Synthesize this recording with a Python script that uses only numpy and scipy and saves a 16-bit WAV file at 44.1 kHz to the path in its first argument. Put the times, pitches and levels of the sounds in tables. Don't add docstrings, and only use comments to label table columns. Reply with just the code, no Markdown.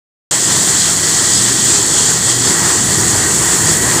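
import sys
import numpy as np
from scipy import signal
from scipy.fft import rfft, irfft, next_fast_len
from scipy.io import wavfile
from scipy.ndimage import uniform_filter1d, map_coordinates

SR = 44100
rng = np.random.default_rng(int(sys.argv[2]) if len(sys.argv) > 2 else 0)


def undo_db(level):
    steps = np.asarray(level, float) / 20
    return 10 ** steps


def output_pcm(signal):
    pcm = np.clip(np.atleast_2d(signal).T, -1, 1) * 32767
    wavfile.write(sys.argv[1], SR, np.round(pcm).astype(np.int16))


N = 176400
T = np.arange(N) / SR

# peak_s, hiss_swell_db, splash_swell_db, length_s
PADDLES = [(0.33, 3, 3, 0.069), (0.536, 2.5, 3.5, 0.17), (0.67, 2.5, 2, 0.16), (0.835, 3.5, 4, 0.18),
           (1.154, 3, 2.5, 0.28), (1.422, 3, 3.5, 0.19), (1.606, 1.5, 2, .08), (1.727, 4, 4, 0.15),
           (1.988, 4, 3, 0.21), (2.115, 2, 1.5, 0.092), (2.286, 3.5, 4, 0.072), (2.48, 2.5, 2, 0.12),
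           (2.677, 2.2, 3, 0.18), (2.877, 1.2, 2, .14), (3.132, 2.5, 2, 0.22), (3.325, 1.3, 0.2, .15),
           (3.538, 2.5, 2, 0.18), (3.7, 4, 4.5, 0.11), (3.946, 3, 2.5, 0.17)]
# time_s, level_db
CHURN = [
    (.32, -23.5),
    (.43, -24),
    (.5, -21.5),
    (.58, -24.5),
    (2, -24.5),
    (2.36, -25),
    (2.55, -22.5),
    (3, -22),
    (3.55, -21),
    (4, -21),
]
# time_s, level_db
LOAD = [(0.4, -25.5), (0.58, -24.5), (0.99, -25.5), (1.01, -24.5), (2.37, -24.5), (2.51, -20),
        (2.54, -25.5), (2.95, -20.5), (3.32, -21.5), (3.33, -23.5), (3.4, -22), (4.0, -21.5)]
# freq_hz, density_db
HISS_SPECTRUM = [(3300, -44), (5600, -12.5), (6200, -6), (6900, -0.5), (7850, 1.5), (8600, -5.5),
                 (11500, -35.5), (15000, -55), (22000, -120)]
# freq_hz, density_db
SPLASH_SPECTRUM = [(1240, -30), (2100, -15), (2360, -16), (2810, -11.5), (3240, -0.5), (3800, -5),
                   (4300, -0.5), (6000, -2.5), (7800, -23), (13200, -120)]
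# freq_hz, density_db
WASH_SPECTRUM = [(260, -38), (450, -2.5), (483, -6), (549, -6.5), (957, -3), (1450, -4.5), (1890, -1.5),
                 (2310, -12), (3000, -13), (3900, -43), (6600, -120)]
# freq_hz, density_db
MIST_SPECTRUM = [(5000, -45), (8600, 0), (10000, -5.5), (11800, -14), (13600, -13.5), (14600, -13.5),
                 (15300, -13), (15500, -11.5)]
# freq_hz, density_db
HULL_SPECTRUM = [(40, -23), (70, -9.5), (100, -3.5), (135, -3.5), (180, -3), (290, -1.5), (400, -3.5),
                 (530, -19.5), (800, -38), (1300, -120)]
# freq_hz, density_db
THUD_SPECTRUM = [(18, -50), (30, -25), (48, -7), (110, -1), (140, -37), (240, -120)]
ENGINE_HZ = [93, 120.3, 135, 160.7, 192, 201, 339, 396, 474]
# level_over_load_db, width_hz
ENGINE_LINES = [(-14, 11), (-8, 4.2), (-16, 12), (-9, 3.5), (-15.5, 5.5), (-14.5, 4.1), (-10.5, 14.4),
                (-15.5, 22), (-19.5, 8.4)]
PUMP_HZ = [749, 1720, 1772, 1891, 1934.7, 1966]
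# level_over_churn_db, width_hz
PUMP_LINES = [(-21, 11), (-27, 7), (-18, 18), (-14, 16), (-13.5, 5.7), (-20, 18)]
# shaft_multiple, level_db
GEAR_LINES = [(51, -41), (52, -37), (53, -40), (54, -45), (55, -47), (56, -44)]
PANEL_HZ = [3365, 3972, 4480, 6853, 13571]
# level_db, width_hz
PANEL_LINES = [(-45, 50), (-54, 4.2), (-39, 170), (-32, 75), (-62, 40)]
# time_s, low_hz, high_hz
SIDE_BANDS = [(1.372, 4150, 5800), (1.372, 11700, 13100), (1.651, 6900, 8350), (1.651, 10350, 11750),
              (1.767, 13800, 15200), (1.813, 10350, 11750), (2.464, 5150, 6300), (2.464, 9650, 11750),
              (2.487, 13050, 15200), (2.696, 7550, 9050), (3.346, 8950, 10400), (3.346, 11000, 12500)]

START_S, RISE_S = 0.3097, 0.0012
TOP_HZ = 15480


def spray():
    hiss_swell_db, splash_swell_db = swells()
    churn_db = curve(CHURN)
    grown_db = uniform_filter1d(churn_db, size=SR // 2) - churn_db.min() - 1
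    flutter_db = 0.5 * wobble(14) + 0.45 * wobble(45)
    hiss_db = -15.5 + hiss_swell_db - 0.083 * grown_db
    splash_db = -22.5 + splash_swell_db - 0.82 * grown_db
    hiss = undo_db(hiss_db) * coloured(wet_noise(depth_db=0.5), HISS_SPECTRUM)
    splash = undo_db(splash_db) * coloured(wet_noise(depth_db=1.0), SPLASH_SPECTRUM)
    return undo_db(flutter_db) * (hiss + splash)


def swells():
    peak_s, hiss_db, splash_db, length_s = np.transpose(PADDLES)
    coarse_s = T[::100]
    bumps = np.exp(-(2 * (coarse_s[:, None] - peak_s) / length_s) ** 2)
    return [np.interp(T, coarse_s, bumps @ db) for db in (hiss_db, splash_db)]


def wet_noise(depth_db):
    droplets = grains(per_s=2500, hz=5900, spread=0.4, cycles=3.3, scatter_db=4.0, size=64)
    return patchy(depth_db) + undo_db(-12.5) * droplets


def wash():
    surge_db = swells()[0]
    churn_db, load_db = curve(CHURN), curve(LOAD)

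    bubbles = grains(per_s=500, hz=1218, spread=0.613, cycles=6.4, scatter_db=1.9, size=512)
    body_db = -1.5 + 0.72 * surge_db + 0.86 * wobble(12)
    body = undo_db(body_db) * coloured(patchy(depth_db=-1.0) + undo_db(-17.5) * bubbles, WASH_SPECTRUM)

    mist_db = -1 - 0.14 * (churn_db - churn_db.mean()) + 0.39 * surge_db
    mist_db = mist_db + 0.61 * wobble(12) + 0.87 * wobble(60)
    mist = undo_db(mist_db) * coloured(patchy(depth_db=0.7), MIST_SPECTRUM)

    hull = undo_db(-2 + 0.39 * wobble(5.75)) * coloured(patchy(depth_db=-0.07), HULL_SPECTRUM)
    thud_db = -13 + 0.9 * (load_db - load_db.mean())
    thud = undo_db(thud_db) * coloured(patchy(depth_db=0.0), THUD_SPECTRUM)
    return undo_db(churn_db) * (body + mist) + undo_db(load_db) * (hull + thud)


def engine():
    return undo_db(curve(LOAD)) * hums(np.c_[ENGINE_HZ, ENGINE_LINES])


def pump():
    return undo_db(curve(CHURN) + 1.2 * wobble(6.36)) * hums(np.c_[PUMP_HZ, PUMP_LINES])


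def gearbox():
    shaft_hz = 84.08
    whine = np.zeros(N)
    for multiple, level_db in GEAR_LINES:
        level = undo_db(level_db - 0.5 + 2.5 * wobble(4.23))
        cycles = multiple * shaft_hz * T + 0.1 * wobble(5)
        whine += level * np.sqrt(2) * np.sin(2 * np.pi * cycles)
    return whine


def panels():
    return hums(np.c_[PANEL_HZ, PANEL_LINES])


def hums(rows):
    def resonances(f):
        total = 0
        for hz, level_db, width_hz in rows:
            height = undo_db(level_db) * np.sqrt(2 * SR / (np.pi * width_hz))
            total = total + height / (1 + (2 * (f - hz) / width_hz) ** 2)
        return total
    return filtered(rng.standard_normal(N), resonances)


def grains(per_s, hz, spread, cycles, scatter_db, size):
    u = rng.random((4 * 4000, 3))
    at_s = np.cumsum(-np.log(1 - u[:, 0])) / per_s
    inside = at_s < T[-1]
    u, at_s = u[inside], at_s[inside]
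    pitch_hz = np.clip(hz * np.exp(spread * np.sqrt(12) * (u[:, 1:2] - 0.5)), 100, SR / 2.5)
    turns = pitch_hz * np.arange(size) / SR
    level = undo_db(-scatter_db * np.log(1 - u[:, 2:]))
    chirp = np.sin(2 * np.pi * turns * (1 + 0.028 * turns / cycles))
    rows = level * np.exp(-2 * turns / cycles) * chirp
    index = (at_s * SR).astype(int)[:, None] + np.arange(size)
    x = np.bincount(index.ravel(), rows.ravel(), N + size)[:N]
    f, power = signal.welch(x, SR, nperseg=128)
    flatten = 1 / np.sqrt(power + 0.02 * power.max())
    return unit(filtered(x, lambda q: np.interp(q, f, flatten)))


def patchy(depth_db):
    z = signal.stft(rng.standard_normal(N + 512), nperseg=512)[2]
    field = uniform_filter1d(rng.standard_normal(z.shape), size=8, axis=0)
    field = uniform_filter1d(field, size=9, axis=1)
    return unit(signal.istft(z * undo_db(depth_db * unit(field)), nperseg=512)[1][:N])


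def coloured(x, points):
    f, db = np.transpose(points)
    return unit(filtered(x, lambda hz: undo_db(np.interp(np.log(hz + 1), np.log(f + 1), db))))


def filtered(x, response):
    m = next_fast_len(N + 8192)
    return irfft(rfft(x, m) * response(np.fft.rfftfreq(m, 1 / SR)), m)[..., :N]


def wobble(rate):
    knots = rng.standard_normal(int(N * rate / SR) + 4)
    return np.interp(T, T[::50], map_coordinates(knots, [T[::50] * rate]))


def curve(rows):
    return np.interp(T, *np.transpose(rows))


def unit(x):
    return x / np.std(x)


def scene():
    mono = spray() + wash() + engine() + pump() + gearbox() + panels()
    return np.tile(mono, (2, 1))


def settling_bass(x):
    def bass_cut(edge_hz):
        return filtered(x, lambda hz: 1 / np.sqrt(1 + (edge_hz / (hz + 1e-3)) ** 4))
    settle_s = 0.25
    opened = 1 - np.exp(-(np.clip(T - START_S, 0, 4) / settle_s) ** 2)
    return opened * bass_cut(38) + (1 - opened) * bass_cut(110)


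def limited(x):
    ceiling, knee = 0.9, 5
    x = x / (1 + np.abs(x / ceiling) ** knee) ** (1 / knee)
    return filtered(x, lambda hz: (hz > 4) & (hz < TOP_HZ))


def holed(x):
    per_s, half_s, width_hz, from_hz, gap_db = 7, 0.008, 690, 11700, -15
    hz, t, z = signal.stft(x, SR, nperseg=512)
    for u, v, w in rng.random((4 * per_s, 3)):
        low_hz = from_hz + width_hz * np.floor(v * (TOP_HZ - from_hz) / width_hz + 0.4)
        band = (hz > low_hz) & (hz < low_hz + width_hz)
        moment = np.abs(t - 4 * u) < half_s * (1 + w ** 2)
        z[np.ix_(band, moment)] *= undo_db(gap_db)
    return signal.istft(z, SR, nperseg=512)[1][:N]


def separate(mono):
    fill_s, fill_db = 0.047, -2.5
    side = np.zeros(N)
    t, hz = np.arange(-2048, 2048) / SR, np.fft.rfftfreq(4096, 1 / SR)
    window = np.cos(np.pi * np.clip(t / fill_s, -0.5, 0.5))
    for time_s, low_hz, high_hz in SIDE_BANDS:
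        middle = round(time_s * SR)
        block = slice(middle - 2048, middle + 2048)
        inside = (hz > low_hz) & (hz < high_hz)
        level = undo_db(fill_db) * np.std(irfft(rfft(mono[block]) * inside))
        noise = unit(irfft(rfft(rng.standard_normal(4096)) * inside))
        side[block] += level * window * noise
    return side * [[1], [-1]]


def roll_off(x):
    return signal.sosfilt(signal.butter(12, 16310, fs=SR, output="sos"), x)


def record(dry):
    x = holed(limited(settling_bass(dry[0])))
    started = np.clip((T - START_S) / RISE_S, 0, 1)
    mix = (x + separate(x)) * started
    return roll_off(mix)


dry = scene()
out = record(dry)
output_pcm(out)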